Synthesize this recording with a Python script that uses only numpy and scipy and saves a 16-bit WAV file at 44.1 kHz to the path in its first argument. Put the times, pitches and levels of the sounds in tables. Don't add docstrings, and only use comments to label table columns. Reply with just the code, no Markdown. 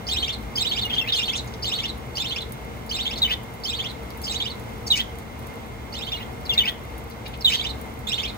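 import sys
import numpy as np
from scipy import signal
from scipy.fft import rfft, irfft, next_fast_len
from scipy.io import wavfile

SR = 44100
rng = np.random.default_rng(int(sys.argv[2]) if len(sys.argv) > 2 else 0)


def put_to_file(sound):
    columns = np.atleast_2d(sound).T
    safe = np.clip(columns, -1, 1)
    whole_steps = np.round(safe * 32767)
    wavfile.write(sys.argv[1], SR, whole_steps.astype(np.int16))


def rack_gain(trim_db):
    fader = np.asarray(trim_db, float)
    return 10 ** (fader / 20)


N = 369116

WARBLE_AIR_DB = -27


def at_hz(points, hz):
    table = np.array(points)
    return np.interp(np.log(np.maximum(hz, 1)), np.log(table[:, 0]), table[:, 1])


def rms_one(x):
    return x / np.sqrt(np.mean(x ** 2) + 1e-20)


def wander(size, rate_hz):
    r = np.exp(-2 * np.pi * rate_hz / SR)
    drift = signal.lfilter([1], [1, -2 * r, r * r], rng.standard_normal(size))
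    return rms_one(drift[size // 2:])


def bandpass(x, order, low_hz, high_hz):
    return signal.sosfilt(signal.butter(order, [low_hz, high_hz], "band", fs=SR, output="sos"), x)


def add(out, x, s, pan_db):
    i = round(s * SR)
    sides = rack_gain(np.array([[pan_db / 2], [-pan_db / 2]]))
    out[:, i:i + len(x)] += (x * sides)[:, :N - i]


def note(hz_start, hz_mid, hz_end, length, flutter, overtone_db, air_db):
    # pitch in Hz, boost in dB.
    throat = [(2200, -1), (3000, 1.5), (3800, 4), (4600, -1)]
    # pitch in Hz, boost in dB.
    overtone_colour = [(4400, -10), (5200, 12), (6100, -5), (6900, -8.5), (7700, -0.5), (11000, -18),
                       (13200, 4), (14600, 2)]
    u = np.arange(round(length * SR)) / (length * SR)
    wobble, beat, depth, grit = (wander(6000, rate)[:len(u)] for rate in (302.0, 59.5, 120., 1020.0))

    hz = hz_start * (1 - u) * (1 - 2 * u) + 4 * hz_mid * u * (1 - u) + hz_end * u * (2 * u - 1)
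    hz = hz * (1 + .023 * flutter * wobble)
    turn = 2 * np.pi * np.cumsum(hz) / SR
    tone = rack_gain(at_hz(throat, hz)) * np.sin(turn)
    for k in range(2, 7):
        fall_db = 5.0 * (k - 2.5) + 3.5 * flutter * (k - 2)
        level = rack_gain(overtone_db - fall_db + at_hz(overtone_colour, k * hz))
        audible = k * hz < .45 * SR
        tone += level * audible * np.sin(k * turn + k * k)

    rasp = bandpass(rng.standard_normal(3000), 3, 3000, 9300)[:len(u)]
    air = bandpass(rng.standard_normal(3000), 3, 13700, 15500)[:len(u)]
    tone += flutter * rack_gain(-20.0) * rasp + rack_gain(air_db) * air

    pulses = np.cos(2 * np.pi * np.cumsum(300 * (1 + 0.297 * beat)) / SR + 6 * rng.random())
    unsteady = 1 + flutter * (.6 * pulses + .35 * depth + .38 * grit)
    edge = np.clip(np.minimum(u / 0.21, (1 - u) / 0.14), 0, 1)
    return np.sin(np.pi / 2 * edge) ** 2 * tone * unsteady


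def birds(calls, pattern, air_db):
    out = np.zeros((2, N))
    for call in calls:
        for (s, *glide, db, pan_db), shape in zip(call, pattern[-len(call):]):
            sound = note(*glide, *shape, air_db - .35 * (db + 15.5))
            add(out, rack_gain(db - 2.5) * sound, s - .002, pan_db)
    return out


def sung(song, calls):
    slip_ratio, slip_db = .01, 1.0
    out = []
    for s, slow, pitch, gain_db, pan_db in calls:
        slips = rng.standard_normal((len(song), 2))
        call = []
        for (delay, *glide, db), (a, b) in zip(song, slips):
            moved = pitch * (1 + slip_ratio * a) * np.array(glide)
            call.append((s + slow * delay, *moved, db + gain_db + slip_db * b, pan_db))
        out.append(call)
    return out


def warbling_bird():
    # delay in seconds, start, middle and end pitch in Hz, level in dB.
    song = [(0, 4440, 4930, 5300, -26), (.018, 3010, 3080, 3330, -24), (.031, 4300, 4290, 4400, -26),
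            (.043, 3330, 3680, 3950, -26.5), (.066, 3000, 2500, 2450, -33), (.089, 2400, 3420, 3920, -25),
            (.125, 4270, 4400, 3670, -31), (.153, 3070, 3270, 3900, -24), (.188, 2170, 2290, 2490, -36),
            (.207, 2420, 3140, 3780, -27), (.253, 4260, 4140, 3590, -32.5)]
    # length in seconds, flutter from 0 to about 1, overtones in dB.
    voice = [(0.0224, 0.9, -18), (0.016, 0.45, -7.5), (0.016, 0.85, -19), (0.0341, 0.66, -6),
             (0.028, 0, -9), (.039, 0.39, -12.5), (.038, 0.55, -15.5), (0.034, 0.7, -15.5),
             (0.0258, 0, -1.5), (.037, 0.75, -14), (0.0296, 0.82, -17)]
    # start in seconds, slowness ratio, pitch ratio, gain in dB, left-right in dB.
    whole = [
        (0.068, 1.01, 1.01, 1, -2),
        (0.555, 1.016, 1.023, 1.5, -3),
        (1.126, .99, 0.98, 1.5, -2),
        (1.624, 1.007, 1, 0.5, -1.5),
        (2.153, .99, 0.97, -1, -3),
        (2.892, 1.045, 1, -1, -2.5),
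        (3.635, .99, 1.01, -3, -3),
        (4.251, 0.97, 1.024, -2.5, -3.5),
        (5.924, 0.93, 0.99, -7.5, -4),
    ]
    # start in seconds, slowness ratio, pitch ratio, gain in dB, left-right in dB.
    short = [
        (7.432, 1.01, 1.01, -0.5, -4),
        (8.026, .99, .99, -1, -4.5),
    ]
    calls = sung(song, whole) + sung(song[3:], short)
    return birds(calls[::2], voice, WARBLE_AIR_DB), birds(calls[1::2], voice, WARBLE_AIR_DB)


def falling_bird():
    # delay in seconds, start, middle and end pitch in Hz, level in dB.
    song = [
        (0, 5700, 4760, 4310, -30),
        (.04, 3842, 3755, 3275, -13.5),
        (.066, 3130, 3034, 3020, -17),
        (.092, 2406, 2300, 2750, -27.5),
        (.12, 2650, 3130, 3574, -23),
        (.124, 2126, 2053, 1970, -36),
    ]
    # length in seconds, flutter from 0 to about 1, overtones in dB.
    voice = [
        (0.022, 1.06, -21),
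        (0.028, 0.19, -21.5),
        (0.027, 0.17, -23.5),
        (.034, .75, -19),
        (.044, 1.12, -31),
        (.042, .95, -22),
    ]
    # start in seconds, slowness ratio, pitch ratio, gain in dB, left-right in dB.
    calls = [
        (0.782, 0.97, 0.95, -9, -1),
        (0.937, 1.09, 0.89, -5.5, -1.5),
        (3.176, 1.05, .99, 1.5, 0),
        (4.866, .93, 1, 1.5, -1.5),
        (6.079, .97, 0.95, -12.5, -2),
        (6.453, 1.01, .92, -4.5, 1.5),
        (6.534, 1.05, 0.97, 1.5, 0),
        (7.407, 0.96, 0.99, 1.5, -2.5),
    ]
    return birds(sung(song, calls), voice, -12.5)


def stray_birds():
    # start in seconds, start and end pitch in Hz, level in dB, left-right in dB.
    single_notes = [
        (0.896, 3610, 2890, -28.5, -3),
        (0.962, 2910, 3510, -23.5, 3),
        (0.927, 3260, 3267, -22, 1),
        (1.082, 4070, 3390, -25.5, -1),
        (1.12, 3740, 3230, -21.5, -2),
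        (1.183, 2870, 2700, -23, -4),
        (4.236, 5040, 5050, -27.5, 2),
        (8.256, 2240, 2500, -36, -3),
    ]
    # length in seconds, flutter from 0 to about 1, overtones in dB.
    voice = (.027, .6, -26)
    calls = []
    for s, start, end, db, pan_db in single_notes:
        calls.append([(s, start, (start + end) / 2, end, db, pan_db)])
    return birds(calls, [voice], WARBLE_AIR_DB)


def ticks():
    # start in seconds, peak in dB, share of duller sound in dB.
    cracks = [(0.427, -44, -8), (0.852, -31, -13), (2.065, -55, -8), (2.521, -29.5, -13),
              (2.8629, -37, -11), (3.433, -38, -14), (3.5379, -39, -15), (3.6007, -47, -8),
              (3.9125, -40, -14), (4.0322, -43, -12), (4.0834, -57, -8), (4.1046, -40, -7),
              (4.1744, -36.5, -20), (4.2168, -33.5, -4), (4.2255, -37, -8), (4.597, -39, -6),
              (4.6912, -42, -4), (5.1542, -50, 2), (5.1853, -35, -4), (5.3921, -39, -10), (5.47, -37, -8),
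              (6.3275, -45, -5), (6.98, -35.5, -14), (7.0993, -40, -11), (7.2809, -37, -8),
              (7.8134, -34, -14), (7.9904, -38, -18)]
    out, t = np.zeros((2, N)), np.arange(1000) / SR
    fade = np.exp(-t / 0.0015) + rack_gain(-11.5) * np.exp(-t / 0.018)
    for s, db, dull_db in cracks:
        snap = rng.standard_normal(len(t)) * fade
        bright = bandpass(snap, 2, 9900, 22000)
        dull = bandpass(snap, 2, 2500, 14500)
        add(out, rack_gain(db + 4.0) * (bright + rack_gain(dull_db) * dull), s, -2)
    return out


def rustles():
    # start in seconds, length in seconds, level in dB, centre pitch in Hz.
    brushes = [(0.94, 0.028, -43, 5000), (3.176, .022, -43, 5800), (6.53, .022, -41, 5800),
               (1.15, 0.034, -39.5, 7500), (1.354, 0.031, -31, 6157), (1.469, 0.021, -45.5, 5700),
               (1.533, 0.017, -43, 4400), (4.1, 0.011, -46, 4000), (4.226, 0.039, -42.5, 6960),
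               (4.309, 0.054, -37, 5600), (4.9, 0.042, -37.5, 5400), (4.865, 0.032, -37, 6500),
               (4.947, 0.044, -30, 5400), (8.065, 0.039, -48, 7500), (7.455, .08, -42, 7450),
               (6.686, 0.045, -46, 16600), (4.95, .05, -47, 13000), (2.474, 0.032, -55, 12000),
               (7.1, 0.034, -51, 4300), (7.5, .08, -33, 4800), (7.252, 0.023, -37, 3167),
               (7.331, 0.031, -41, 2700)]
    spread = 1.3
    out = np.zeros((2, N))
    for s, length, db, hz in brushes:
        grain = rng.standard_normal(3000) * rack_gain(6.6 * wander(6000, 500.))
        brush = bandpass(grain[:round(length * SR)], 2, hz / spread, min(hz * spread, .4 * SR))
        add(out, rack_gain(db) * rms_one(brush) * np.hanning(len(brush)) ** .5, s, 0)
    return out


def crumbs():
    happens = rng.random((2, N)) < 160 / SR
    clicks = happens * rack_gain(7.2 * np.minimum(rng.exponential(1, (2, N)), 4))
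    snaps = signal.lfilter([1], [1, -.97], clicks, axis=1) * rng.standard_normal((2, N))
    return rack_gain(-62.0) * rms_one(bandpass(snaps, 2, 10000, 16000))


def yard_echo(x, wet_db):
    t = np.arange(8000) / SR
    fade = rack_gain(-26) * np.exp(-t / .009) + rack_gain(-38.5) * np.exp(-t / .045)
    spray = rng.standard_normal((2, len(t))) * (t > .001) * fade
    spray = signal.sosfilt(signal.butter(1, 7000, fs=SR, output="sos"), spray)
    return x + rack_gain(wet_db) * signal.fftconvolve(x, spray, axes=1)[:, :N]


def background():
    # pitch in Hz, level in dB per Hz.
    yard = [(30, -41), (45, -9), (122, -8), (217, -9), (455, -14), (880, -13), (1660, -22.5), (2150, -22.5),
            (2600, -27), (3400, -27), (4500, -33.5), (6000, -35), (10000, -40), (14000, -40.5),
            (16000, -31)]
    # centre in Hz, width in Hz, level in dB.
    hum = [(65.2, 23, -39.5), (117.8, 22.4, -42.5), (222, 32, -46), (464, 35, -45.5), (744, 11, -54),
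           (2109, 110, -50)]
    # pitch in Hz, likeness from 0 to 1.
    likeness = [(60, 1), (130, 0.85), (290, 0.72), (640, 0.26), (1400, 0.043), (3000, 0.73), (8000, 0.022)]
    # pitch in Hz, left-right in dB.
    balance = [(60, 2.5), (110, -1.5), (250, 6.5), (700, 0), (1290, -2), (8000, -.5)]
    # pitch in Hz, how early the right is in radians.
    hum_turn = [(60, 0.0099), (520, 1.65), (780, 1.23), (1290, 0.39)]
    size = next_fast_len(N)
    hz = np.arange(size // 2 + 1) * SR / size
    colour = rack_gain(at_hz(yard, hz))
    colour *= rack_gain(-34.5 - 3.0) / np.sqrt(np.mean(colour ** 2))
    power = colour ** 2
    for centre, width, db in hum:
        peak = rack_gain(db) ** 2 * SR / (np.pi * width)
        power += peak / (1 + (2 * (hz - centre) / width) ** 4)

    mid, side = rfft(rng.standard_normal((2, size))) * np.sqrt(power / 2) * (hz > 28)
    alike = np.clip(at_hz(likeness, hz), 0, 1)
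    mid, side = np.sqrt(1 + alike) * mid, np.sqrt(1 - alike) * side
    tilt = rack_gain(at_hz(balance, hz) / 2)
    left = (mid + side) * tilt
    right = (mid - side) / tilt * np.exp(1j * at_hz(hum_turn, hz))
    swell = rack_gain(.6 * wander(2 * N, 2.))
    return swell * irfft([left, right], size)[:, :N]


def scene():
    echo_db = [0, 0, -5, 1, 0]
    near = (*warbling_bird(), falling_bird(), stray_birds(), ticks() + rustles())
    placed = sum(yard_echo(x, db) for x, db in zip(near, echo_db))
    return placed + crumbs() + background()


def band_limit(x):
    return signal.sosfilt(signal.butter(12, 16990, fs=SR, output="sos"), x)


def record(dry):
    late = np.array([dry[0], np.roll(dry[1], 20)])
    low_pass = signal.cheby2(14, 70, 15400 * 1.076, fs=SR, output="sos")
    return band_limit(signal.sosfilt(low_pass, late))


dry = scene()
out = record(dry)
put_to_file(out)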